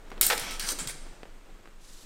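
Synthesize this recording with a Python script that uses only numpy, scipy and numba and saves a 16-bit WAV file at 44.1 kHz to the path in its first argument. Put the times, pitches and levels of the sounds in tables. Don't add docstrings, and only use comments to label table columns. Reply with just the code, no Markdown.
import sys
import numpy as np
from scipy import signal
from scipy.fft import rfft, irfft, next_fast_len
from scipy.io import wavfile
from scipy.ndimage import uniform_filter1d, minimum_filter1d
from numba import njit

SR = 44100
rng = np.random.default_rng(int(sys.argv[2]) if len(sys.argv) > 2 else 0)


def waveform_to_disk(signal):
    frames = np.transpose(np.atleast_2d(signal))
    scaled = np.clip(frames, -1, 1) * 32767
    samples = np.round(scaled).astype(np.int16)
    wavfile.write(sys.argv[1], SR, samples)


N = 90404
T = np.arange(N) / SR
IMPULSE = 1. * (T == 0)
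TOP_HZ = 15750

# (frequency [Hz], relative level [dB])
SNAP_SPECTRUM = [(200, -27), (1300, -12), (4000, -13), (6500, -36.5), (8700, 2.5), (10500, -15),
                 (13200, 15.5), (16000, 6)]
# (frequency [Hz], relative level [dB])
DENSE_MODES = [(300, 11), (1200, -1), (3000, 2.5), (5500, 8.5), (6600, 1.5), (8500, 2.5), (9600, -14),
               (10400, 2.5), (13300, -10), (16000, -13.5)]
# (time [s], snap [dB], chatter [dB], ring [dB], middle [dB], upper [dB], top [dB])
CLASHES = [(0.102, -30, -32.5, -41, 15, 3.5, -11.5), (0.2113, 11.5, 9, 9.5, -3, -7, 4),
           (0.2274, -13, 6, 10.5, -7, -7, -21), (0.2662, 3, 3.5, 5.5, -7.5, -7, 1),
           (0.3776, -21, -7.5, -11, 5.5, 4, -3), (.396, -23, -8.5, -6.5, -10, -4.5, -1.5),
           (0.5089, -17.5, -17, -6.5, -1.5, -3, -5), (0.5959, -13, -7.5, -2, 1, 1, -4.5),
           (0.6881, -14, -1, -7, 1, 0.5, -12), (0.7037, -12, -8.5, -11, -11, -6, -5),
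           (0.7204, -12, -8, -19, -1, -17, -4), (.788, -11, -19, 1, 0, -8, -12),
           (.8728, -25, -6, -5.5, -1.5, -3.5, -9)]
def clashes(chatter_s=.0055, chatter_lag_s=.0007, clink_t60_s=.016, wash_t60_s=.33):
    out = np.zeros(N)
    snap = unit(colour(IMPULSE, SNAP_SPECTRUM))
    for start, snap_db, chatter_db, ring_db, *band_db in CLASHES:
        bounces = unit(noise(DENSE_MODES) * np.exp(-(T / chatter_s) ** 2))
        clink = steel(clink_t60_s, clink_t60_s)
        chatter = later(unit(undb(-2) * bounces + clink), chatter_lag_s)
        partials = steel(low_t60_s=.39, high_t60_s=.25)
        wash = unit(noise(DENSE_MODES) * fade(wash_t60_s))
        ringing = unit(undb(-3) * partials + wash)
        strike = undb(snap_db) * snap + undb(chatter_db) * chatter + undb(ring_db) * ringing
        out += later(contact_tone(strike, *band_db), start)
    return out


# (cluster centre [Hz], relative level [dB])
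BLADE_MODES = [(1345, -5.5), (1590, -6.5), (2200, -4.5), (3250, 0.5), (3920, 0.5), (4500, 1), (5300, -3),
               (6070, -3), (7060, 2), (7630, 0), (8060, 1.5), (8410, 0), (8830, 3), (9580, 4.5), (10500, 2),
               (11600, 1.5), (12660, -0.5), (13670, 2.5), (14750, -10), (15550, -4.5)]
def steel(low_t60_s, high_t60_s, modes_per_cluster=6):
    centres, db = np.repeat(np.array(BLADE_MODES, float), modes_per_cluster, axis=0).T
    spread_hz = 49 + .014 * centres
    hz = centres + spread_hz * rng.uniform(-1, 1, len(centres))
    return ring(hz, db, at_hz([(2000, low_t60_s), (13000, high_t60_s)], hz))


def contact_tone(x, middle_db, upper_db, top_db):
    return colour(x, [(300, -19.5), (1300, middle_db), (2400, middle_db), (4200, upper_db),
                      (6000, upper_db), (7200, .011), (9000, .0059), (12000, top_db)])


# (time [s], duration [s], rasp [dB],
# middle [dB], upper [dB], top [dB], zing start [Hz], zing end [Hz], zing [dB])
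SCRAPES = [(0.388, .185, -43.5, 13, 9.5, -23, 2120, 2410, -51),
           (.6, 0.081, -40, 6.5, -1.5, -10, 3860, 5080, -46.5),
           (0.659, 0.082, -35, 1.5, 2, -3, 5800, 6230, -39.5),
           (0.783, 0.048, -50, 14.5, 2, -3, 6670, 8300, -41),
           (.874, 0.046, -41.5, 7.5, -3, -5, 7900, 9570, -44.5)]
def scrapes(slips_per_s=6000, t60_s=.007, zing_width_hz=730):
    out = np.zeros(N)
    lowpass = signal.butter(2, zing_width_hz / 2, fs=SR, output="sos")
    for start, duration, rasp_db, *band_db, from_hz, to_hz, zing_db in SCRAPES:
        progress = np.minimum(T / duration, 1)
        pressure = np.sqrt(np.sin(np.pi * progress).clip(0))
        slips = (rng.random(N) < slips_per_s / SR) * rng.standard_normal(N) * pressure
        blade_response = unit(colour(IMPULSE, DENSE_MODES)) + undb(3.5) * steel(t60_s, t60_s)
        rasp = unit(contact_tone(through(slips, blade_response), *band_db))
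        zing_hz = from_hz + (to_hz - from_hz) * progress
        carrier = np.exp(2j * np.pi * np.cumsum(zing_hz) / SR)
        zing = unit((signal.sosfilt(lowpass, slips / carrier + 1e-18) * carrier).real)
        slide = undb(rasp_db) * rasp + undb(zing_db) * zing
        out += later(slide, start) * np.sqrt(duration * SR)
    return out


# (frequency [Hz], relative level [dB], decay time T60 [s])
GUARD_MODES = [(480, -5, 0.039), (832, 7, .3), (1308, 13.5, 0.12), (1603, 7, 0.16), (2210, -20.5, 0.19)]
# (frequency [Hz], relative level [dB])
CLACK_SPECTRUM = [(100, -33), (300, -20), (480, 3.5), (700, 1), (900, 2.5), (1100, -5), (1500, 4.5),
                  (2300, 0.5), (3600, -2.5), (6000, -10.5), (16000, -33)]
# (time [s], level [dB])
KNOCKS = [(.3005, 4), (.3075, 1.5), (.321, -0.5), (.329, 1)]
def guard():
    out = np.zeros(N)
    for start, db in KNOCKS:
        clack = impact(CLACK_SPECTRUM, click_db=-8.5, t60_s=.065)
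        shell = ring(*np.array(GUARD_MODES).T)
        out += undb(db) * later(clack + undb(-9.5) * shell, start)
    return out


# (frequency [Hz], relative level [dB])
TAP_SPECTRUM = [(60, -18), (170, 1.5), (550, 5.5), (850, -1.5), (1250, -2), (2400, -6), (4000, -15.5),
                (8000, -31), (16000, -40)]
# (time [s], level [dB], decay
# time T60 [s])
TAPS = [(0.1172, -14, 0.049), (.1792, -23, 0.0096), (0.187, -37, 0.018), (1.2322, -15.5, 0.028),
        (1.255, -23.5, 0.067), (1.488, -34.5, .02), (1.657, -24.5, 0.04), (1.675, -24, 0.21),
        (1.71, -34.5, .04)]
# (time [s], level [dB], floor resonance [Hz])
THUDS = [(0.308, -18, 304), (0.413, -18.5, 135), (0.491, -25, 234), (.635, -21.5, 161), (.718, -12, 340),
         (0.812, -16, 200), (0.846, -15, 164), (.93, -21.5, 179)]
def feet(thud_t60_s=.14, band_edge_ratio=1.315):
    out = np.zeros(N)
    for start, db, t60 in TAPS:
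        out += undb(db) * later(impact(TAP_SPECTRUM, click_db=1, t60_s=t60), start)
    for start, db, hz in THUDS:
        band_hz = [hz / band_edge_ratio, hz * band_edge_ratio]
        boards = signal.butter(2, band_hz, "bandpass", fs=SR, output="sos")
        force = rng.standard_normal(N) * fade(thud_t60_s)
        out += undb(db) * later(unit(signal.sosfilt(boards, force)), start)
    return out


# (frequency [Hz], relative level [dB])
CLOAK_SPECTRUM = [(300, -19), (2200, -9.5), (3800, 0.5), (7500, -0.5), (10000, -5), (14000, -13.5),
                  (16000, -20.5)]
SHUFFLE_SPECTRUM = [(70, -16), (180, -3.5), (400, -2.5), (1200, -11), (3000, -18.5), (9000, -34.5),
                    (16000, -40)]
# (time [s], level [dB])
CLOAK_ENVELOPE = [(1.775, -80), (1.81, -62), (1.84, -58), (1.92, -54), (2.01, -53.5), (2.05, -59)]
SHUFFLE_ENVELOPE = [(0, -57.5), (.18, -49), (.7, -49.5), (1.15, -56), (1.401, -62), (1.559, -57.5),
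                    (1.78, -67), (2.05, -59)]
def cloth(flutter_db=2.5, folds_per_s=60):
    out = np.zeros(N)
    fold_times = np.arange(0, T[-1] + 1, 1 / folds_per_s)
    for spectrum, envelope in (CLOAK_SPECTRUM, CLOAK_ENVELOPE), (SHUFFLE_SPECTRUM, SHUFFLE_ENVELOPE):
        hiss = noise(spectrum)
        flutter = np.interp(T, fold_times, rng.standard_normal(N)[:len(fold_times)])
        out += hiss * undb(over_time(envelope) + flutter_db * flutter)
    return out


# (frequency [Hz], decay time T60 [s])
GYM_T60 = [(125, 1.4), (600, 1.2), (2000, 1.06), (5000, 1.), (9000, 0.79), (15000, 0.23)]
def gym(bands=12, wall_delay_s=.015):
    spectrum = rfft(rng.standard_normal(N))
    freqs = np.arange(len(spectrum)) * SR / N
    centres = np.geomspace(100, TOP_HZ, bands)
    tail = np.zeros(N)
    for hz, weights in zip(centres, np.eye(bands)):
        band = irfft(spectrum * at_hz(list(zip(centres, weights)), freqs), N)
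        tail += band * fade(at_hz(GYM_T60, hz))
    return later(unit(tail), wall_delay_s)


# (frequency [Hz], relative level [dB])
AIR_SPECTRUM = [(35, -31), (60, -10), (81, -4.5), (330, -11.5), (862, -17.5), (1220, -13.5), (5330, -26),
                (8320, -24), (10000, -33.5), (14900, -33.5), (16000, -53)]
RUMBLE_SPECTRUM = [(8, -15.5), (17, -5), (25, 1.5), (31, -12), (45, -27), (80, -48), (200, -83.5)]
# (time [s], level [dB])
RUMBLE_ENVELOPE = [(0, -46.5), (.55, -38.5), (1., -44.5), (1.5, -45.5), (2.05, -44.5)]
def background(air_db=-60):
    air = undb(air_db) * noise(AIR_SPECTRUM)
    rumble = noise(RUMBLE_SPECTRUM) * undb(over_time(RUMBLE_ENVELOPE))
    return air + rumble


def impact(spectrum, click_db, t60_s):
    burst = unit(rng.standard_normal(N) * fade(t60_s))
    return unit(colour(undb(click_db) * IMPULSE + burst, spectrum))


def ring(hz, db, t60):
    return unit(modes(hz * 1., undb(db), t60 * 1., rng.uniform(0, 2 * np.pi, len(hz))))


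@njit
def modes(hz, gain, t60, phase):
    out = np.zeros(N)
    for k in range(len(hz)):
        phasor = gain[k] * np.exp(1j * phase[k])
        step = np.exp((2j * np.pi * hz[k] - np.log(1000) / t60[k]) / SR)
        for i in range(min(N, int(t60[k] * SR))):
            phasor *= step
            out[i] += phasor.imag
    return out


def noise(points):
    size = next_fast_len(N, real=True)
    white = rfft(rng.standard_normal(size))
    gain = undb(at_hz(points, np.arange(len(white)) * SR / size))
    return unit(irfft(white * gain, size)[:N]) * np.sqrt(N)


def colour(x, points, size=2048):
    db = at_hz(points, np.arange(size // 2 + 1) * SR / size)
    cepstrum = irfft(db * np.log(10) / 20)
    cepstrum[1:size // 2] *= 2
    cepstrum[size // 2 + 1:] = 0
    return through(x, irfft(np.exp(rfft(cepstrum))))


def through(x, response):
    return signal.fftconvolve(x, response)[:N]


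def later(x, s):
    return np.concatenate([np.zeros(int(max(s, 0) * SR)), x])[:N]


def fade(t60):
    return np.exp(-np.log(1000) * T / max(t60, 1e-3))


def at_hz(points, hz):
    freqs, values = np.array(points, float).T
    return np.interp(np.log(np.maximum(hz, 1)), np.log(freqs), values)


def over_time(points):
    return np.interp(T, *np.array(points).T)


def unit(x):
    return x / np.sqrt(np.sum(x ** 2) + 1e-18)


def undb(db):
    return 10 ** (np.asarray(db) / 20)


def scene():
    blades, knocks, steps = clashes() + scrapes(), guard(), feet()
    into_room = undb(-12.5) * blades + undb(-11) * knocks + undb(-16) * steps
    reverberation = through(into_room, gym())
    return (blades + knocks + steps + reverberation + cloth() + background())[None]


def record(dry, ceiling=1., window_s=.001):
    size = int(window_s * SR)
    needed_gain = ceiling / np.maximum(np.abs(dry), ceiling)
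    gain = uniform_filter1d(minimum_filter1d(needed_gain, size), size)
    lowpass = signal.ellip(10, .2, 80, TOP_HZ, fs=SR, output="sos")
    return signal.sosfilt(lowpass, dry * gain)


dry = scene()
out = record(dry)
waveform_to_disk(out)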